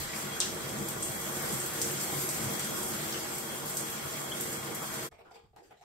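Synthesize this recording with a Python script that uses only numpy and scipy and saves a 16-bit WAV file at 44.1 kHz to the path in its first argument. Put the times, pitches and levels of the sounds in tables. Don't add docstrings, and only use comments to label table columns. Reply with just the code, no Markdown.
import sys
import numpy as np
from scipy import signal
from scipy.fft import rfft, irfft, next_fast_len
from scipy.io import wavfile
from scipy.ndimage import uniform_filter1d, minimum_filter1d

SR = 44100
rng = np.random.default_rng(int(sys.argv[2]) if len(sys.argv) > 2 else 0)


def amp(db):
    return 10 ** (np.asarray(db, float) / 20)


def write(x):
    x = np.atleast_2d(x).T
    wavfile.write(sys.argv[1], SR, np.round(np.clip(x, -1, 1) * 32767).astype(np.int16))


N = 257528

SPRAY_LAYER_HZ = [220, 1100, 4200, 9000]
# (frequency [Hz], density [dB per Hz])
SPRAY_COLOUR = [(40, -23.5), (80, -8.5), (120, -5), (250, -4.5), (500, -2), (700, -4), (1000, -3.5),
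                (2100, -7), (2500, -10.5), (4000, -12.5), (6000, -10.5), (7500, -11.5), (10000, -9),
                (13000, -12), (16000, -15)]
# (time [s], flow running off the hair [dB], jet striking bare skin [dB])
FLOW = [(0.0, 2, 2), (0.1, -6.5, 1.5), (0.17, 0.5, 0), (0.31, -5, -2), (0.45, -3.5, -4.5), (0.67, -3, -2),
        (0.82, -1.5, -4.5), (0.95, -3.5, -3.5), (1.4, 1, 0.5), (2.0, 2.5, 2), (2.45, 2.5, -2),
        (3.15, 0, 2.5), (3.58, -2.5, -2.5), (3.8, -2.5, -2.5), (4.07, -3, -3), (4.35, -2, -2),
        (4.55, -1, -2), (5.0, -2.5, -1)]
# (share of flow [1], share of jet [1], random surge [dB])
FOLLOWS = [
    (0.83, -0.36, 0.56),
    (0.37, -0.16, .5),
    (.1, 0.78, 1.4),
    (0.91, 0.28, 1.4),
]
# (time [s], level over the drumming [dB], length [s])
GUSHES = [(.5, 2, 0.037), (.66, 5, 0.065), (.8, 9, .06), (1.03, 5, 0.073), (1.53, 4, 0.04),
          (2.0, -0.5, 0.044), (2.2, 2, 0.034), (2.45, 4, 0.086), (2.75, 0, .06), (2.95, 4, 0.16),
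          (4.33, 0.5, 0.026), (4.75, 0, 0.045)]
# (start [s], end [s])
FADE = (5.058, 5.093)

# (time [s], peak level [dB], pitch [Hz], tail level [dB])
SMACKS = [(0.161, -30, 7430, -11), (0.402, -15, 6500, -2), (0.692, -25.5, 7450, -5),
          (0.786, -23.5, 7700, -5), (0.8856, -20.5, 8630, -4), (1.2116, -26.5, 8240, 1),
          (1.5246, -20.5, 8900, 1), (1.815, -14.5, 7000, -1), (2.0118, -19.5, 7800, -5.5),
          (2.2897, -14, 8500, -2.5), (2.4404, -30, 8450, 5), (2.5371, -24, 7500, -4),
          (2.5945, -16, 8600, -3.5), (2.6464, -19.5, 8650, -5), (2.8298, -20, 9300, 0),
          (3.1248, -23, 5450, -2.5), (3.3817, -22.5, 8700, -2.5), (3.695, -39, 7390, 3),
          (3.769, -14.5, 8200, -1), (4.4084, -20.5, 9350, -5), (4.5291, -22.5, 8800, -0.5),
          (4.6453, -31, 8960, -5), (4.7461, -27, 7430, -2), (4.939, -24.5, 8830, 0.5)]
# (time [s], peak level [dB])
SPITS = [(0.161, -32.5), (0.4015, -34), (0.544, -30), (0.8854, -22), (1.3139, -39.5), (1.4222, -27),
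         (1.6382, -30), (1.6601, -22), (1.735, -25), (1.8148, -21), (2.0118, -24), (2.1969, -28),
         (2.2189, -35), (2.8295, -41), (3.3817, -27), (3.6581, -24), (3.695, -23), (3.7693, -24),
         (3.899, -24), (4.4084, -22), (4.6453, -37), (4.747, -23), (4.8259, -28), (4.9347, -33)]
SPIT_SOUND = 12500, .48, 4.8, .05
# (time [s], peak level [dB],
# pitch [Hz], relative width [1], tail level [dB])
PLOPS = [(.4038, -24, 4000, .2, 1), (.0887, -37, 2050, .2, -6), (.1336, -32, 2220, .2, -8),
         (.3651, -33, 1540, .25, 0), (1.292, -36, 1150, .25, -2), (3.6316, -35, 1040, .25, -2),
         (4.817, -35, 1180, .25, -2), (3.7598, -32, 7500, .4, -8), (3.7945, -27, 7600, .3, -6),
         (.4165, -31, 3000, 0.22, 2.5), (.41, -27, 5700, .22, 5.5), (3.142, -37, 3000, 0.148, 1.5),
         (.4021, -8, 8000, .32, -9.5), (1.8155, -20.5, 8000, .25, 0), (1.6, -22.5, 8300, 0.23, 0),
         (4.3165, -31.5, 3150, .06, -12), (4.3225, -30, 3300, .055, -12), (1.0251, -19, 8400, .27, 2),
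         (4.4, -26, 7650, 0.11, -4.5)]
# (time [s], level over its rest [dB], length [s])
FLARES = [(.335, 7.5, .03), (1.53, 4, 0.066), (1.24, 4, .05), (2.12, 3, .06), (2.33, -5, .12),
          (2.6, 4, 0.1), (2.8, 3, .08), (3.16, 2, 0.034), (3.5, 4, .07), (3.92, 3, .06), (4.32, 5, 0.017),
          (4.4, 3, .05)]

HANDS_LAYER_HZ = [
    600,
    2200,
    6500,
    120,
]
# (frequency [Hz], density [dB per Hz])
HANDS_COLOUR = [(30, -5), (68, 1), (296, -14), (456, 0.5), (595, -18), (776, -4), (1380, -13.5),
                (1640, -15.5), (2410, -15), (6000, -26), (9500, -31), (13000, -34), (16000, -38)]
# (start [s], length [s], level [dB], brightness [dB])
RUBS = [(5.113, 0.028, -60.5, -7), (5.18, .03, -60, -9), (5.246, 0.036, -61, -11.5),
        (5.307, 0.016, -59, -8), (5.338, 0.024, -53, -8.5), (5.428, 0.034, -73, -11), (5.53, .02, -69, -20),
        (5.56, 0.03, -58.5, -11.5), (5.628, 0.038, -70, 6), (5.704, 0.019, -60, -7), (5.766, 0.032, -73, 0),
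        (5.81, .03, -62.5, -6)]
STILL_DB = [
    -85,
    -111,
    -106,
    -69,
]
# (time [s], peak level [dB], cavity pitch [Hz])
CUPS = [(5.119, -53, 664), (5.188, -52.5, 685), (5.254, -58, 1400), (5.311, -50.5, 795), (5.344, -58, 775),
        (5.357, -52, 855), (5.533, -62, 750), (5.562, -50.5, 765), (5.58, -55, 800), (5.619, -57, 486),
        (5.709, -50.5, 734), (5.811, -54, 748)]
CUP_SOUND = .2, 5.5, .08
# (time [s], peak level [dB])
SLAPS = [
    (5.1128, -48),
    (5.3108, -55),
    (5.3438, -52),
    (5.562, -39.5),
    (5.7079, -56),
    (5.8112, -45),
]
SLAP_SOUND = 7000, 2, 2, -1.5
# (start [s], length [s], level [dB], centre [Hz], width [Hz])
SQUEAKS = [(5.635, 0.056, -78, 4700, 500), (5.652, .04, -78, 8700, 500), (5.768, .04, -75.5, 4000, 500),
           (5.768, .04, -79, 7300, 500), (5.254, .055, -62, 1420, 160), (5.258, .04, -66, 1020, 200),
           (5.262, .04, -68, 480, 120), (5.311, .075, -62, 460, 100), (5.345, .03, -66, 2450, 400),
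           (5.563, .03, -60, 820, 200), (5.568, .1, -65, 360, 110), (5.69, .07, -67, 450, 100),
           (5.71, .012, -64, 1300, 500), (5.812, .03, -64, 750, 200)]
RUB_RISE_S, RUB_RELEASE_DB_PER_S = 0.0046, 354

# (frequency [Hz], density [dB per Hz])
RUMBLE_COLOUR = [(15, -25.5), (25, -17), (50, -13.5), (68, -3), (85, -11), (120, -30), (300, -67.5)]
# (frequency [Hz], width [Hz], level over the colour [dB])
STALL = [(66, 14, 2.5), (100, 14, 4), (142, 21, 12), (212.6, 56, 9), (325.5, 10, 12), (361.5, 16, 10),
         (461, 16, 9), (647, 14, 1.5), (774, 20, 1), (1224, 18, 4), (1417, 36, 4.5), (2203, 25, 7.5),
         (6513, 28, 9), (7000, 86, 5), (7430, 80, 12), (7810, 60, 7), (9350, 74, 3.5)]
# (frequency [Hz], time to fall 60 dB [s])
TILES = [(200, 0.62), (1000, 0.29), (4000, 0.38), (8000, 0.48), (15000, 0.12)]
# (frequency [Hz], correlation [0-1])
SAME = [(30, .85), (60, 0.6), (140, 0.97), (330, 0.52), (500, 0.38), (800, 0.033), (20000, 0.012)]
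# (frequency [Hz], part [0-1])
ONE_SPOT = [(100, 0.13), (250, 0.26), (700, 0.64), (1500, 0.59), (3000, 0.65), (6000, 0.49), (16000, 0.19)]

# (frequency [Hz], share [0-1])
SHARED = [(20, 0), (6000, 0.013), (6900, .5), (7800, 0.4), (8200, 1), (20000, 1)]
# (frequency [Hz], scrambled part [0-1])
SMEAR = [(6000, 0), (8000, .4), (11000, 0.33), (15500, 0.54)]
# (frequency [Hz], threshold relative to the local mean [dB])
DROPOUT = [(2000, -30), (2500, -3.5), (2900, -4.2), (3300, -7), (3700, -4.4), (4300, -2.2), (5300, -2.2),
           (6500, -5), (16000, -12)]


def spray_layers():
    t = np.arange(0, FADE[1], .01)
    s, flow_db, jet_db = np.transpose(FLOW)
    of_flow, of_jet, surge_db = np.transpose(FOLLOWS)[:, :, None]
    layers = of_flow * np.interp(t, s, flow_db) + of_jet * np.interp(t, s, jet_db)
    layers += surge_db * waver(t, per_s=12, count=4)
    layers[0] += swells(t, GUSHES)
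    return np.transpose([t, *layers])


def spray():
    water = churn(spray_layers(), SPRAY_LAYER_HZ, patchy_db=1.25, flicker_db=0.74)
    return amp(-35.5) * in_stall(water, SPRAY_COLOUR, modes_share=1)


def drops():
    smacks = [(s, db, hz, .43 + .006 * (db + 19.5), tail_db, .087) for s, db, hz, tail_db in SMACKS]
    spits = [(*row, *SPIT_SOUND) for row in SPITS]
    plops = [(*row, .1) for row in PLOPS]
    return hits(smacks + spits + plops, wet_db=8.0, early=0.78)


def droplets(per_s=120, spread_db=10.0, low_hz=4500, top_hz=11000, level_db=-52, wet_db=13.5):
    size = amp(np.minimum(spread_db * rng.exponential(1, N), 18))
    size *= rng.random(N) < per_s / SR
    band = signal.butter(2, [low_hz, top_hz], "band", fs=SR, output="sos")
    ticks = signal.sosfilt(band, size * rng.choice([-1., 1.], N))
    room = signal.fftconvolve(ticks[None], tiles(gap_s=.002), axes=1)[:, :N]
    return amp(level_db) * evened(ticks + amp(wet_db) * room)


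def whistle():
    t = np.arange(N) / SR
    s = t[::200]
    db = -54 + 1.2 * waver(s, per_s=6.0, count=1)[0] + swells(s, FLARES)
    r = np.exp(-np.pi * 24 / SR)
    slow = signal.lfilter([1 - r], [1, -r], complex_noise(N))
    slow = slow / abs(slow) ** .65
    return np.interp(t, s, amp(db)) * evened((slow * np.exp(2j * np.pi * 3295 * t)).real)


def rub_layers():
    t = np.arange(FADE[1], N / SR, .002)
    start, length, db, bright_db = np.transpose(RUBS)[:, :, None]
    stroke = amp(db) * stroke_shape(t, start, length)
    power = [(stroke ** 2 * amp(2 * share * bright_db)).sum(0) for share in (0, 0.36, 1)]
    power.append(0 * t)
    still = amp(2 * np.array(STILL_DB))[:, None]
    return np.transpose([t, *10 * np.log10(power + still)])


def rubbing():
    rub = churn(rub_layers(), HANDS_LAYER_HZ, patchy_db=3.0, flicker_db=2.0) * (np.arange(N) / SR > FADE[1])
    return amp(-69.5) * in_stall(rub, HANDS_COLOUR, modes_share=0.57)


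def palms():
    cups = [(*row, *CUP_SOUND) for row in CUPS]
    slaps = [(*row, *SLAP_SOUND) for row in SLAPS]
    return hits(cups + slaps, wet_db=1.0, early=.1)


def squeaks():
    t, out = np.arange(N - SR, N) / SR, 0
    for s, length, db, hz, width in SQUEAKS:
        r = np.exp(-np.pi * width / SR)
        slow = signal.lfilter([1], [1, -2 * r, r * r], complex_noise(SR))
        tone = evened((slow * np.exp(2j * np.pi * hz * t)).real)
        out = out + amp(db) * stroke_shape(t, s, length) * tone
    return np.pad(out, ((0, 0), (N - SR, 0)))


def stroke_shape(t, start, length):
    release_db = RUB_RELEASE_DB_PER_S * np.maximum(t - start - length, 0)
    return np.clip((t - start) / RUB_RISE_S, 0, 1) * amp(-release_db)


def rumble():
    t = np.arange(N) / SR
    db = -59.5 - 1.5 * t + swells(t, [(0, 12.5, 0.099)])
    return amp(db) * in_stall(rng.standard_normal((3, N)), RUMBLE_COLOUR, modes_share=0)


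def microphone_hiss():
    return amp(-86) * rng.standard_normal((2, N))


def churn(rows, centres, patchy_db, flicker_db):
    frames, hz = N // 128 + 5, np.fft.rfftfreq(512, 1 / SR)
    s, *levels = np.transpose(rows)
    t = np.arange(frames) * 128 / SR
    layers = np.array([np.interp(t, s, v - np.mean(v)) for v in levels])
    share = np.array([read(sorted(zip(centres, one)), hz) for one in np.eye(len(centres))])
    *parts, patches, flicker = rng.standard_normal((frames, 257, 8)).T
    patches = evened(uniform_filter1d(uniform_filter1d(patches, size=7, axis=0), size=20, axis=1))
    flicker = evened(uniform_filter1d(uniform_filter1d(flicker, size=70, axis=0), size=3, axis=1))
    noise = np.array(parts[:3]) + 1j * np.array(parts[3:])
    z = noise * amp(share.T @ layers + patchy_db * patches + flicker_db * flicker)
    return signal.istft(z, nperseg=512, noverlap=384)[1][:, :N]


def hits(rows, wet_db, early):
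    out = np.zeros((2, N + SR))
    rooms = [tiles(gap_s=.0005, early=early) for _ in range(8)]
    for k, (s, db, hz, spread, tail_db, fall) in enumerate(rows):
        spread, fall = np.clip(spread, .05, 2), np.clip(fall, 0, .6)
        u = np.arange(-2.5, 14, hz * spread * np.pi / SR)
        late = np.maximum(u, 0)
        onset = np.exp(-np.minimum(u, 0) ** 2)
        decay = (1 - fall) * np.exp(-late ** 2) + fall * np.exp(-late / 2.1)
        phase = np.cumsum(2 * np.pi * hz / SR * (1 - fall * np.tanh(late / 5.1)))
        burst = amp(db) * onset * decay * np.cos(phase)
        room = signal.fftconvolve(burst[None], rooms[k % len(rooms)], axes=1)
        sound = amp(wet_db + tail_db) * room
        sound[:, :len(u)] += burst
        start = round((s + .0011 - .6 / (hz * spread)) * SR)
        out[:, start:][:, :sound.shape[1]] += sound
    return out[:, :N]


def in_stall(x, colour, modes_share):
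    hz = np.fft.rfftfreq(N, 1 / SR)
    modes_db = sum(db / (1 + (2 * (hz - f) / width) ** 2) for f, width, db in STALL)
    echoes = rfft(tiles(gap_s=0.001006), N)
    echoes /= np.sqrt(uniform_filter1d(abs(echoes) ** 2, size=3000, axis=1))
    spot = np.clip(read(ONE_SPOT, hz), 0, 1)
    z = rfft(x) * amp(read(colour, hz) + modes_share * modes_db)
    left, other = np.sqrt(1 - spot ** 2) * z[:2] + spot * echoes * z[2]
    same = np.clip(read(SAME, hz), 0, 1)
    right = same * left + np.sqrt(1 - same ** 2) * other
    return evened(irfft(np.array([left, right]), N))


def tiles(gap_s, early=0.72, early_s=0.0064):
    echoes = np.zeros((2, SR // 3))
    at = np.arange(round(gap_s * SR), SR // 3 - 12, 12)
    at = at + rng.integers(0, 12, (2, len(at)))
    strength = 1 + early * np.exp(-at / SR / early_s)
    np.put_along_axis(echoes, at, rng.choice([-1., 1.], at.shape) * strength, 1)
    hz, t, z = signal.stft(echoes, SR, nperseg=256)
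    tail = signal.istft(z * amp(-60 * t / read(TILES, hz)[:, None]), SR, nperseg=256)[1]
    return tail / np.linalg.norm(tail[0])


def waver(t, per_s, count):
    hz = np.geomspace(.5, per_s, 24)[:, None]
    phases = rng.random((count, 24))
    return np.array([evened((np.sin(2 * np.pi * (hz * t + p[:, None])) / hz ** 0.14).sum(0)) for p in phases])


def swells(t, rows):
    return sum(db * np.exp(-((t - at) / length) ** 2) for at, db, length in rows)


def complex_noise(n):
    return rng.standard_normal((2, n)) + 1j * rng.standard_normal((2, n))


def evened(x):
    return x / np.sqrt(np.mean(x ** 2) + 1e-20)


def read(points, hz):
    f, value = np.transpose(points)
    return np.interp(np.log(hz + 1), np.log(f + 1), value)


def scene():
    t = np.arange(N) / SR
    shower = spray() + drops() + droplets() + whistle() + rumble()
    hands = rubbing() + palms() + squeaks() + microphone_hiss()
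    return shower * np.interp(t, FADE, [1, 0]) + hands * (t > FADE[1])


def low_pass(x):
    return signal.sosfilt(signal.butter(12, 16370, fs=SR, output="sos"), x)


def record(dry):
    size = next_fast_len(N + 4096)
    hz = np.fft.rfftfreq(size, 1 / SR)
    left, right = rfft(dry, size) * np.clip((15830 - hz) / 250, 0, 1)
    shared = np.clip(read(SHARED, hz), 0, 1)
    lead = np.exp(2j * np.pi * (hz - 12197) / 3976)
    right = np.sqrt(1 - shared ** 2) * right + shared * lead * left
    mid_side = irfft(np.array([left + right, left - right]) / 2, size)[:, :N]
    f, t, z = signal.stft(mid_side, SR, nperseg=1024)
    smear = np.clip(read(SMEAR, f), 0, 1)[:, None]
    z[1] *= np.sqrt(1 - smear ** 2) + smear * 1j * rng.choice([-1., 1.], z[1].T.shape).T
    cell = uniform_filter1d(uniform_filter1d(abs(z) ** 2, size=4, axis=1), size=3, axis=2)
    around = minimum_filter1d(uniform_filter1d(cell, size=25, axis=1), size=5, axis=2)
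    around = uniform_filter1d(around, size=5, axis=2)
    threshold = around * (t < FADE[1]) * amp(2 * read(DROPOUT, f))[:, None]
    z *= np.clip(7 * (cell / (threshold + 1e-30) - 1), .03, 1)
    mid, side = signal.istft(z, SR, nperseg=1024)[1][:, :N]
    return low_pass(np.array([mid + side, mid - side]))


dry = scene()
out = record(dry)
write(out)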